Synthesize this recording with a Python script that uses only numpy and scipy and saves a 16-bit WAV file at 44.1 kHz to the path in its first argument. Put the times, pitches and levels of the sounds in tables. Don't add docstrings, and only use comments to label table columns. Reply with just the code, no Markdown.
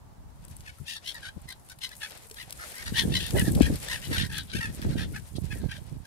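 import sys
import numpy as np
from scipy import signal
from scipy.fft import rfft, irfft, next_fast_len
from scipy.io import wavfile
from scipy.ndimage import uniform_filter1d

SR = 44100
rng = np.random.default_rng(int(sys.argv[2]) if len(sys.argv) > 2 else 0)


def waveform_to_disk(signal):
    frames = np.transpose(np.atleast_2d(signal))
    scaled = np.clip(frames, -1, 1) * 32767
    samples = np.round(scaled).astype(np.int16)
    wavfile.write(sys.argv[1], SR, samples)


def how_loud(loudness_db):
    steps = np.asarray(loudness_db, float) / 20
    return 10 ** steps


N = 267378
T = np.arange(N) / SR

# (loudest at [s], rise [s], fall [s], peak level [dB], pitch [Hz])
SHRILL = [
    (0.899, 0.029, 0.053, -29.5, 903),
    (1.095, 0.047, 0.022, -27.5, 1086),
    (1.848, 0.024, 0.016, -27, 1060),
    (2.984, 0.035, 0.038, -15.5, 1080),
    (3.167, 0.055, 0.022, -19.5, 1053),
    (3.229, 0.021, 0.075, -28.5, 901),
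    (5.367, 0.004, 0.004, -38.5, 672),
]
PLAIN = [(0.682, 0.018, 0.013, -37.5, 833), (0.789, .004, 0.0059, -57.5, 696),
         (0.967, .004, 0.015, -32.5, 904), (1.253, 0.019, 0.032, -32, 766),
         (1.717, 0.01, 0.0071, -40.5, 750), (1.932, .016, 0.004, -43.5, 1002),
         (3.386, 0.026, 0.03, -25, 1032), (3.633, 0.015, 0.026, -26, 819), (4.57, 0.032, 0.0185, -28, 868),
         (4.934, 0.013, .004, -42, 744), (5.527, 0.0094, 0.013, -31, 868), (5.717, 0.02, 0.012, -31.5, 816),
         (6.056, 0.0045, .004, -50.5, 810)]
HOARSE = [(2.616, 0.019, 0.025, -39, 731), (2.81, 0.065, 0.018, -37.5, 1079),
          (2.882, 0.017, 0.012, -31.5, 950), (4.054, 0.025, 0.012, -37.5, 1000),
          (4.132, 0.013, 0.033, -25, 1033), (4.2, 0.03, 0.024, -24, 851), (4.25, 0.01, 0.013, -29.5, 980),
          (4.387, 0.057, 0.034, -29, 809.5), (4.835, 0.0088, 0.015, -40, 892),
          (4.996, .025, 0.052, -32, 907), (5.631, 0.024, 0.037, -52, 867), (5.755, 0.017, 0.026, -42, 822),
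          (4.502, 0.017, 0.018, -42, 786), (4.70, .014, 0.015, -47, 900)]
DULL = [
    (1.154, 0.004, .026, -36, 961),
    (1.506, 0.016, 0.004, -37.5, 1025),
    (2.984, 0.036, 0.048, -22.5, 913),
    (3.469, .014, .016, -35.5, 936),
    (4.632, 0.02, 0.04, -26.5, 888),
    (5.164, .015, 0.012, -32.5, 811),
    (1.525, .004, .004, -37.5, 851),
    (3.668, .016, .02, -33.5, 903),
    (4.319, .014, .016, -38.5, 876),
]
FALLING = [
    (2.036, 0.018, 0.05, -30.5, 871),
    (2.402, 0.03, 0.03, -32, 1027),
    (3.917, .031, 0.06, -26, 1049),
    (5.556, .004, 0.048, -50, 956),
]
# (beak resonance [Hz], beak band level [dB], delay at right port [ms])
SHRILL_BEAKS = [(2900, 8, 0.35), (3200, 10.5, 0.25), (3320, 9, 0.21), (3240, 13, .1), (3360, 16.5, .04),
                (3300, 14, .06), (3430, 8.5, .05)]
PLAIN_BEAKS = [(2530, 0, 0.34), (1300, 14, 0.026), (3700, 5.5, 0.13), (3350, 2, .15), (3270, -12, 0.27),
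               (3540, -1.5, 0.2), (3020, 2.5, .01), (2710, 2.5, 0.24), (2800, -1, 0.29), (3900, 4, 0.064),
               (2570, 5, 0.11), (2800, 2.5, -0.087), (2980, -13, 0.2)]
HOARSE_BEAKS = [(3740, -7, 0.22), (2480, -8, 0.19), (3560, 1, 0.12), (3080, 5, 0.11), (3470, 4.5, 0.18),
                (3220, 8.5, 0.22), (3650, 4, 0.12), (3300, 11, 0.06), (3000, -6, 0.19), (3140, 5, -0.15),
                (4020, 8, 0.097), (3030, 3, -0.0051), (3440, 13, 0.16), (3000, -5, -0.012)]
DULL_BEAKS = [(3960, 3, -0.17), (3700, 0, 0.19), (3500, 3, 0.13), (3660, -1, -0.048), (2800, -4, -0.016),
              (2620, -4, -0.091), (3640, 8, 0.037), (2980, -8, 0.14), (3000, -5, 0.17)]
FALLING_BEAKS = [(2720, 4, .1), (3300, 6.5, 0.12), (3140, 3.2, .07), (3000, -5, .04)]
# (pitch drop at start [share], at end [share], first throb [dB], last throb [dB])
SHRILL_BENDS = [(0.056, -0.0038, -10, -7.5), (.12, -.05, -15.5, -10), (0.06, 0.031, -8, -7.5),
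                (.13, -0.0066, -17, -14), (0.18, 0.11, -24, -16), (0.0098, -0.016, 1.5, -13),
                (.01, .01, -3, -3)]
PLAIN_BENDS = [(0.11, .15, -7.5, -6.5), (.01, .01, -3, -3), (.01, 0.015, -3, -14),
               (-.05, -0.019, -5.5, -5.5), (.03, .03, -4, -6), (0.15, .01, 0, -3), (.15, .14, -7.5, -7),
               (.03, 0.033, -3, -6), (.13, .1, -6, -6), (-0.074, .03, -5, -3), (.03, .07, -4, -10),
               (.05, -0.034, -8.5, -7.5), (.01, .01, -3, -3)]
HOARSE_BENDS = [(.06, .07, -0.5, -1.5), (.22, 0.13, -6.5, -5), (0.025, .17, -1.5, -8),
                (0.14, 0.039, -4, -1.5), (0.11, .25, -9, -4), (-.08, 0.0986, -6, -2), (.05, 0.081, -7, -11),
                (-0.058, 0.0185, -9, -13.5), (0.12, .08, -2, -4.5), (0.12, 0.079, -10, -7),
                (.05, .08, -5, -1), (0.031, .08, 0, -6.5), (.08, 0.008, -10, 1), (.05, 0.066, 1, -10)]
DULL_BENDS = [(0.021, 0.13, -5, -8.5), (-0.018, .01, -3.5, -3), (0.065, 0.053, -17.5, -14),
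              (0.015, 0.067, -3, -1.5), (.03, .05, -4, -9), (.06, 0.032, -10, -9), (.01, .01, -3, -3),
              (-0.014, 0.059, -6, -10.5), (.03, 0.014, -4.5, -3)]
FALLING_BENDS = [(-0.07, .2, -2, -25), (0.2, 0.13, -8.5, -11), (.05, 0.25, -8, -12), (.01, 0.09, -3, -5)]
# (level [dB], ...)
PIPES_DB = [
    (-4.5, -3, 1.5, 0, 6, 1, -13),
    (2, 4, -1.5, 4.5, -2.5, 2.5, 6.5, -4.5, -2.5, 3, 5, 3, -3),
    (6, 2, 0.5, -3.5, 5.5, 4.5, 5, 4.5, 5, 3, 5, 0.5, 3, 1),
    (6, 3, 7, 3.5, 6.4, 5.4, 1.5, 4.2, 3.2),
    (2.1, 4.8, 3.4, 4.5),
]
# (top band level [dB], climb of the beak band during the call [share])
VOICES = [
    (-1.5, 0.055),
    (-8.5, 0.013),
    (-7, 0.072),
    (-7.5, 0.019),
    (-7, -0.11),
]
ROUGHNESS = [
    .5,
    .48,
    .68,
    .46,
    .54,
]
# (centre [Hz], width [Hz], level [dB])
THROAT = [(4820, 4600, -0.5), (7700, 6300, -19.5), (8930, 4200, -9.5), (12700, 1400, -30)]
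# (time [s], level [dB])
SPRAY = [(0.0, -101), (0.39, -70.5), (0.58, -60.5), (0.93, -67), (1.08, -59), (1.25, -61), (1.52, -69.5),
         (1.87, -62), (2.33, -55), (2.82, -51.5), (3.37, -47.5), (4.05, -49.5), (4.15, -44), (4.32, -58),
         (5.01, -54.5), (5.32, -61), (5.72, -60), (6.0, -69)]
# (frequency [Hz], level per Hz [dB])
SPRAY_COLOUR = [(300, -1), (550, 5), (1100, -3.5), (2500, 2.5), (6500, -3.5), (9400, -1), (12500, -3),
                (16000, -18)]
# (time [s], peak level [dB],
# low body level [dB])
SLAPS = [(0.448, -26.5, -49), (0.48, -31, -19), (0.51, -34, -16), (0.5643, -24, -31), (0.606, -29.5, 17),
         (1.487, -26, -27), (1.4153, -36, -34), (1.687, -31, -17), (2.1062, -25, -17), (2.173, -30, -25),
         (2.266, -36, -28), (2.311, -25.5, 0), (2.4947, -27, -4), (2.5242, -16, -16), (2.7, -35, 2),
         (2.7528, -23, -23), (3.263, -17, -25), (3.3058, -14, -4), (1.503, -29, -26), (3.477, -20, -6),
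         (3.5168, -18, -28), (3.5495, -15, -12), (3.756, -19.5, -20), (3.8834, -17, 11),
         (4.3803, -14.5, -11), (4.816, -21.5, -10), (5.362, -29, -36), (5.8634, -38, -20),
         (1.786, -31.5, -18), (1.891, -28, -5), (1.951, -32, -5), (2.298, -27.5, -16), (2.3422, -25, -12),
         (2.505, -18, -17), (2.7185, -26, -24), (2.7808, -20.5, 0), (3.5983, -21, -5), (3.6198, -12.5, 8),
         (4.264, -26, -12), (4.332, -23, 4), (5.195, -35, 15), (5.783, -40, 15), (1.696, -27, -3),
         (1.523, -26.5, -23), (1.716, -30, -12), (2.642, -31, -5)]
# (time [s], peak level [dB], pitch [Hz])
PLOPS = [
    (2.255, -50, 440),
    (2.311, -42, 420),
    (2.478, -47, 754),
    (2.5, -47, 627),
    (2.64, -43.5, 594),
    (5.782, -48, 603),
]
# (frequency [Hz], level [dB])
SHADE = [(1000, 0.5), (1900, 0.4), (2700, -13), (4200, -3), (6000, -4.5), (9000, -0.1), (12500, -6),
         (16000, -14)]
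# (strongest at [s], length [s], left port level [dB], right port level [dB])
GUSTS = [(0.017, 0.13, -68, -50.5), (0.222, 0.25, -49, -54.5), (0.51, 0.24, -49, -49),
         (0.819, 0.042, -45, -56), (1.374, 0.021, -33.5, -56), (1.46, 0.049, -67, -44.5),
         (2.495, 0.29, -73, -55), (2.942, 0.13, -38.5, -34.5), (3.102, 0.18, -32, -29),
         (3.186, 0.29, -42, -39.5), (3.361, 0.07, -29, -25), (3.47, 0.15, -29, -26.5),
         (3.592, 0.11, -25.5, -30.5), (3.701, 0.098, -28.5, -28), (3.9, 0.36, -51.5, -45),
         (4.114, 0.065, -29, -33), (4.226, 0.11, -55, -33.5), (4.288, 0.37, -44.5, -41),
         (4.569, 0.061, -32, -34.5), (4.683, 0.061, -34, -45), (4.874, 0.054, -27, -36),
         (4.957, 0.23, -37, -30.5), (5.088, 0.17, -38, -49), (5.402, 0.13, -44.5, -33.5),
         (5.562, 0.24, -45.5, -37.5), (5.648, 0.049, -49, -27.5), (5.755, 0.21, -53.5, -43.5),
         (5.947, 0.097, -51, -39)]
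# (centre [Hz], width [Hz], pops [1/s], level [dB], extra level per gust level [dB/dB])
EDDIES = [
    (62.4, 60, 140, -2, -0.32),
    (109.5, 100.5, 200, 1, 0),
    (212.4, 204, 250, -7.5, 0.53),
    (440, 263, 580, -28, 3),
]
# (time [s], peak level [dB], pitch [Hz], port [0 left to 1 right])
THUMPS = [(1.372, -22, 148, 0.31), (2.926, -17, 176, 0), (3.042, -23, 256, 1), (3.056, -12.5, 201, 0),
          (3.4, -15.5, 177, 0), (3.426, -11.5, 188, 1), (3.482, -10, 252, 1), (3.566, -9, 190, 1),
          (3.61, -0.5, 274, 0), (3.707, -15, 220, 0), (3.707, -15.5, 205, 1), (3.729, -15, 186, 0),
          (4.116, -17, 232, 1), (4.123, -21, 181, 0.32), (4.187, -25, 149, 0.87), (4.553, -15, 158, 0),
          (4.65, -26, 170, 1), (4.749, -29, 187, 1), (4.797, -24, 233, 0), (4.777, -34, 258, 1),
          (5.56, -26.5, 295, 1), (4.853, -16.5, 203, 0), (4.872, -22, 275, 1), (4.958, -16.5, 250, 1),
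          (5.011, -31, 158, 0), (5.386, -17.5, 248, 1), (5.446, -17, 142, 1), (5.92, -31, 140, 0.13),
          (4.851, -26, 520, 0), (3.607, -19, 620, 0), (3.574, -26, 715, 1), (5.641, -30, 480, 1),
          (5.385, -34, 520, 1)]
# (frequency [Hz], level per Hz [dB])
ROAD_COLOUR = [(200, -2.5), (450, -11.5), (900, -6), (1150, -12.5), (1400, -16), (2500, -25), (9500, -27.5),
               (16000, -32)]

THROB_S, THROB_SLIP_S, THROB_SCATTER_DB = 0.0135, 0.001, 1.2
PITCH_WOBBLE = 0.012
PIPE_HZ, PIPE_PER_PITCH = 1725, 0.57
GLINT_STEP_HZ, GLINT_RAD, GLINT_FROM_HZ = 250, 2.2, 1900
PLOP_T60_S, PLOP_GLIDE = 0.067, 2.1
CALM_DB, GUST_RISE, GUST_FALL = -63.5, 0.88, 0.97
ROAD_DB = -58.5
TOP_HZ = 15600


def gulls():
    kinds = zip(
        (SHRILL, PLAIN, HOARSE, DULL, FALLING),
        (SHRILL_BEAKS, PLAIN_BEAKS, HOARSE_BEAKS, DULL_BEAKS, FALLING_BEAKS),
        (SHRILL_BENDS, PLAIN_BENDS, HOARSE_BENDS, DULL_BENDS, FALLING_BENDS),
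        PIPES_DB, VOICES, ROUGHNESS)
    out = np.zeros((2, N))
    for calls, beaks, bends, pipes, (top_db, climb), rough in kinds:
        for row, (beak_hz, beak_db, lag_ms), bend, pipe_db in zip(calls, beaks, bends, pipes):
            beats = throbs(*row, *bend)
            pipe_hz = PIPE_HZ + PIPE_PER_PITCH * (beats[:, 2].mean() - 850)
            s, voice = call(beats, pipe_hz, pipe_db, beak_hz, beak_db, top_db, climb, rough)
            add(out, glint(voice), s, 0.8, lag_ms)
    t = T[:8000]
    scatter = rng.standard_normal((2, len(t))) * how_loud(-60 * t / 0.1) * (t > 0.002)
    return out + how_loud(-33) * signal.fftconvolve(out, scatter, axes=1)[:, :N]


def throbs(peak_s, rise_s, fall_s, db, hz, sag_start, sag_end, first_db, last_db):
    slip, scatter, wobble = rng.standard_normal((16, 3)).T
    before, after = (int(min(round(x / THROB_S), 7)) for x in (rise_s, fall_s))
    place = np.r_[np.arange(-before, 0) / max(before, 1), np.arange(after + 1) / max(after, 1)]
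    early, n = place < 0, len(place)
    s = peak_s + place * np.where(early, rise_s, fall_s)
    s = s + THROB_SLIP_S * np.clip(slip[:n], -2, 2) * (place != 0)
    size_db = db + place ** 2 * np.where(early, first_db, last_db) + THROB_SCATTER_DB * scatter[:n]
    sag = abs(place) ** 1.5 * np.where(early, sag_start, sag_end)
    pitch = hz * (1 - sag + PITCH_WOBBLE * wobble[:n])
    return np.c_[s, size_db, pitch]


def call(beats, pipe_hz, pipe_db, beak_hz, beak_db, top_db, climb, rough):
    s, db, hz = np.transpose(beats)
    t = s[0] + np.arange(-2048, 7168) / SR
    middle = (s[1:] + s[:-1]) / 2
    dip_db = np.minimum(db[1:], db[:-1]) - 22 * (1 - rough)
    knots = np.r_[s[0] - 0.017, s[0] - 0.008, s, middle, s[-1] + 0.008, s[-1] + 0.017]
    effort_db = np.r_[db[0] - 40, db[0] - 11, db, dip_db, db[-1] - 11, db[-1] - 40]
    order = np.argsort(knots)
    swell = uniform_filter1d(np.interp(t, knots[order], how_loud(effort_db[order])), size=120)
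    swell[(t < knots.min()) | (t > knots.max())] = 0
    throb = np.searchsorted(middle, t)
    slide = 1 + 1.8 * np.clip(t - s[throb], -0.015, 0.015)
    pitch = uniform_filter1d(hz[throb] * slide, size=100)
    phase = 2 * np.pi * np.cumsum(pitch * (1 + 0.07 * rough * walk(250, size=len(t)))) / SR
    pulses = sum(np.cos(k * phase) for k in range(1, 17))
    pulses = pulses * how_loud(3.6 * rough * walk(600, size=len(t)))
    pulses *= 1 + 0.52 * rough * np.cos(phase / 2)
    breath = level((1 + 0.69 * np.cos(phase)) * rng.standard_normal(len(t)), 0)
    source = level(pulses, 0) + 0.75 * min(rough, 0.7) * breath
    rush = source + 0.3 * rough * breath
    shut = ring(rush, [(beak_hz * (1 - climb), 1100, how_loud(beak_db))])
    wide = ring(rush, [(beak_hz * (1 + climb), 1100, how_loud(beak_db))])
    opening = np.interp(t, [s[0] - 0.01, s[-1] + 0.01], [0, 1])
    chest = [(hz.mean(), 400, how_loud(-27))]
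    pipe = [(pipe_hz, 800, -how_loud(pipe_db))]
    throat = [(f, width, -how_loud(g + top_db)) for f, width, g in THROAT]
    voice = ring(source, chest + pipe + throat) + shut + opening * (wide - shut)
    return t[0], level(voice, 0) * swell


def glint(x):
    hz = np.arange(90) * GLINT_STEP_HZ
    depth = np.clip(3 * (hz / GLINT_FROM_HZ - 1), 0.4, 1)
    turns = GLINT_RAD * rng.standard_normal((2, len(hz))) * depth
    return through(x, lambda f: np.exp(1j * np.array([np.interp(f, hz, turn) for turn in turns])))


def water():
    drops = (rng.random((2, N)) < 350 / SR) * how_loud(3.2 * rng.exponential(size=(2, N)))
    drops = uniform_filter1d(signal.lfilter([1], [1, -0.94], drops), size=40)
    drops = drops * rng.standard_normal((2, N))
    drops = through(level(drops, 0.5), lambda f: 1 / (1 + (4500 / (f + 1)) ** 4))
    fizz = level(colour(drops + rng.standard_normal((2, N)), SPRAY_COLOUR), 5.73)
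    fine = through(fizz, lambda f: 1 / (1 + (6500 / (f + 1)) ** 6))
    fizz = sum(part * how_loud(1.6 * walk(12) + 2.1 * walk(45)) for part in (fine, fizz - fine))
    out = fizz * how_loud(np.interp(T, *np.transpose(SPRAY)))
    t = T[:1024]
    decay = np.exp(-(t / 0.0045) ** 3) + 0.1 * how_loud(-60 * t / 0.07)
    shape = np.minimum(t / 0.0018, 1) * decay
    for s, db, body_db in SLAPS:
        burst = rng.standard_normal(len(t)) * shape * how_loud(4 * walk(560, size=len(t)))
        slap = ring(burst, [(9180, 3350, 0.44), (4330, 9000, how_loud(body_db + 7))])
        add(out, slap * how_loud(db - 6) / abs(slap).max(), s, 2.5, 0.25)
    return out


def plops():
    out, t = np.zeros((2, N)), T[:4096]
    for s, db, hz in PLOPS:
        bubble = np.sin(2 * np.pi * hz * (t + PLOP_GLIDE * t ** 2)) * how_loud(db - 60 * t / PLOP_T60_S)
        add(out, bubble * np.minimum(t / 0.00076, 1), s, 2.5, 0.25)
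    return out


def shade(ports):
    return np.array([ports[0], colour(ports[1], SHADE)])


def wind():
    out = np.zeros((2, N))
    for port, gust_db in zip(out, gusting()):
        for hz, width, rate, share_db, steep in EDDIES:
            pops = (rng.random(N) < rate / SR) * rng.standard_normal(N) * how_loud(1.83 * walk(18))
            eddy = ring(ring(pops, [(hz, 1.81 * width, 1)]), [(hz, 2.26 * width, 1)])
            port += level(eddy, share_db) * how_loud(gust_db + steep * (gust_db + 32))
    t = np.arange(-512, 1536) / SR
    for s, db, hz, port in THUMPS:
        turns = 0.31 + 1.27 * how_loud(db)
        swing = np.cos(2 * np.pi * hz * (t - 12 * t ** 2) + 1.52)
        swing *= np.exp(-(hz * t / np.where(t < 0, 0.4, turns)) ** 2)
        front = np.sin(2 * np.pi * 2.1 * hz * t) * np.exp(-(2.05 * hz * (t + 0.0021) / 0.75) ** 2)
        add(out, (swing + 0.32 * front) * how_loud(db - 20), s + t[0], 40 - 80 * round(port))
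    return out


def gusting():
    power = np.full((2, N), how_loud(CALM_DB) ** 2)
    for s, length, *ports_db in GUSTS:
        side = np.where(T < s, GUST_RISE, GUST_FALL)
        shape = np.exp(-((T - s) / length / side) ** 2 * 4)
        power = power + how_loud(np.array(ports_db))[:, None] ** 2 * shape
    return 10 * np.log10(power)


def road():
    return level(colour(rng.standard_normal((2, N)), ROAD_COLOUR) * how_loud(0.8 * walk(3)), ROAD_DB)


def level(x, db):
    return x * how_loud(db) / np.sqrt(np.mean(x ** 2))


def through(x, response):
    size = next_fast_len(x.shape[-1])
    spectrum = rfft(x, size) * response(np.fft.rfftfreq(size, 1 / SR))
    return irfft(spectrum, size)[..., :x.shape[-1]]


def ring(x, modes):
    def response(f):
        return sum(g * (1j * w * f / (hz ** 2 - f ** 2 + 1j * w * f)) ** 2 for hz, w, g in modes)
    return through(x, response)


def colour(x, points):
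    hz, db = np.transpose(points)
    return through(x, lambda f: how_loud(np.interp(np.log(f + 1), np.log(hz), db)))


def walk(rate, size=N):
    k = int(SR / rate)
    held = np.repeat(rng.standard_normal(size // k + 1), k)
    return 1.8 * uniform_filter1d(uniform_filter1d(held, k), k)[:size]


def add(out, x, s, pan_db, lag_ms=0):
    rows = x * np.ones((2, 1))
    for port, row, start, db in zip(out, rows, (s, s + lag_ms / 1000), (pan_db / 2, -pan_db / 2)):
        i = max(int(start * SR), 0)
        port[i:i + len(row)] += how_loud(db) * row[:N - i]


def scene():
    return shade(gulls() + water() + plops()) + wind() + road()


def top_cut(x):
    return signal.sosfilt(signal.butter(12, 15920, fs=SR, output="sos"), x)


def record(dry):
    low_pass = signal.ellip(8, 0.2, 70, TOP_HZ, fs=SR, output="sos")
    return top_cut(signal.sosfilt(low_pass, dry))


dry = scene()
out = record(dry)
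waveform_to_disk(out)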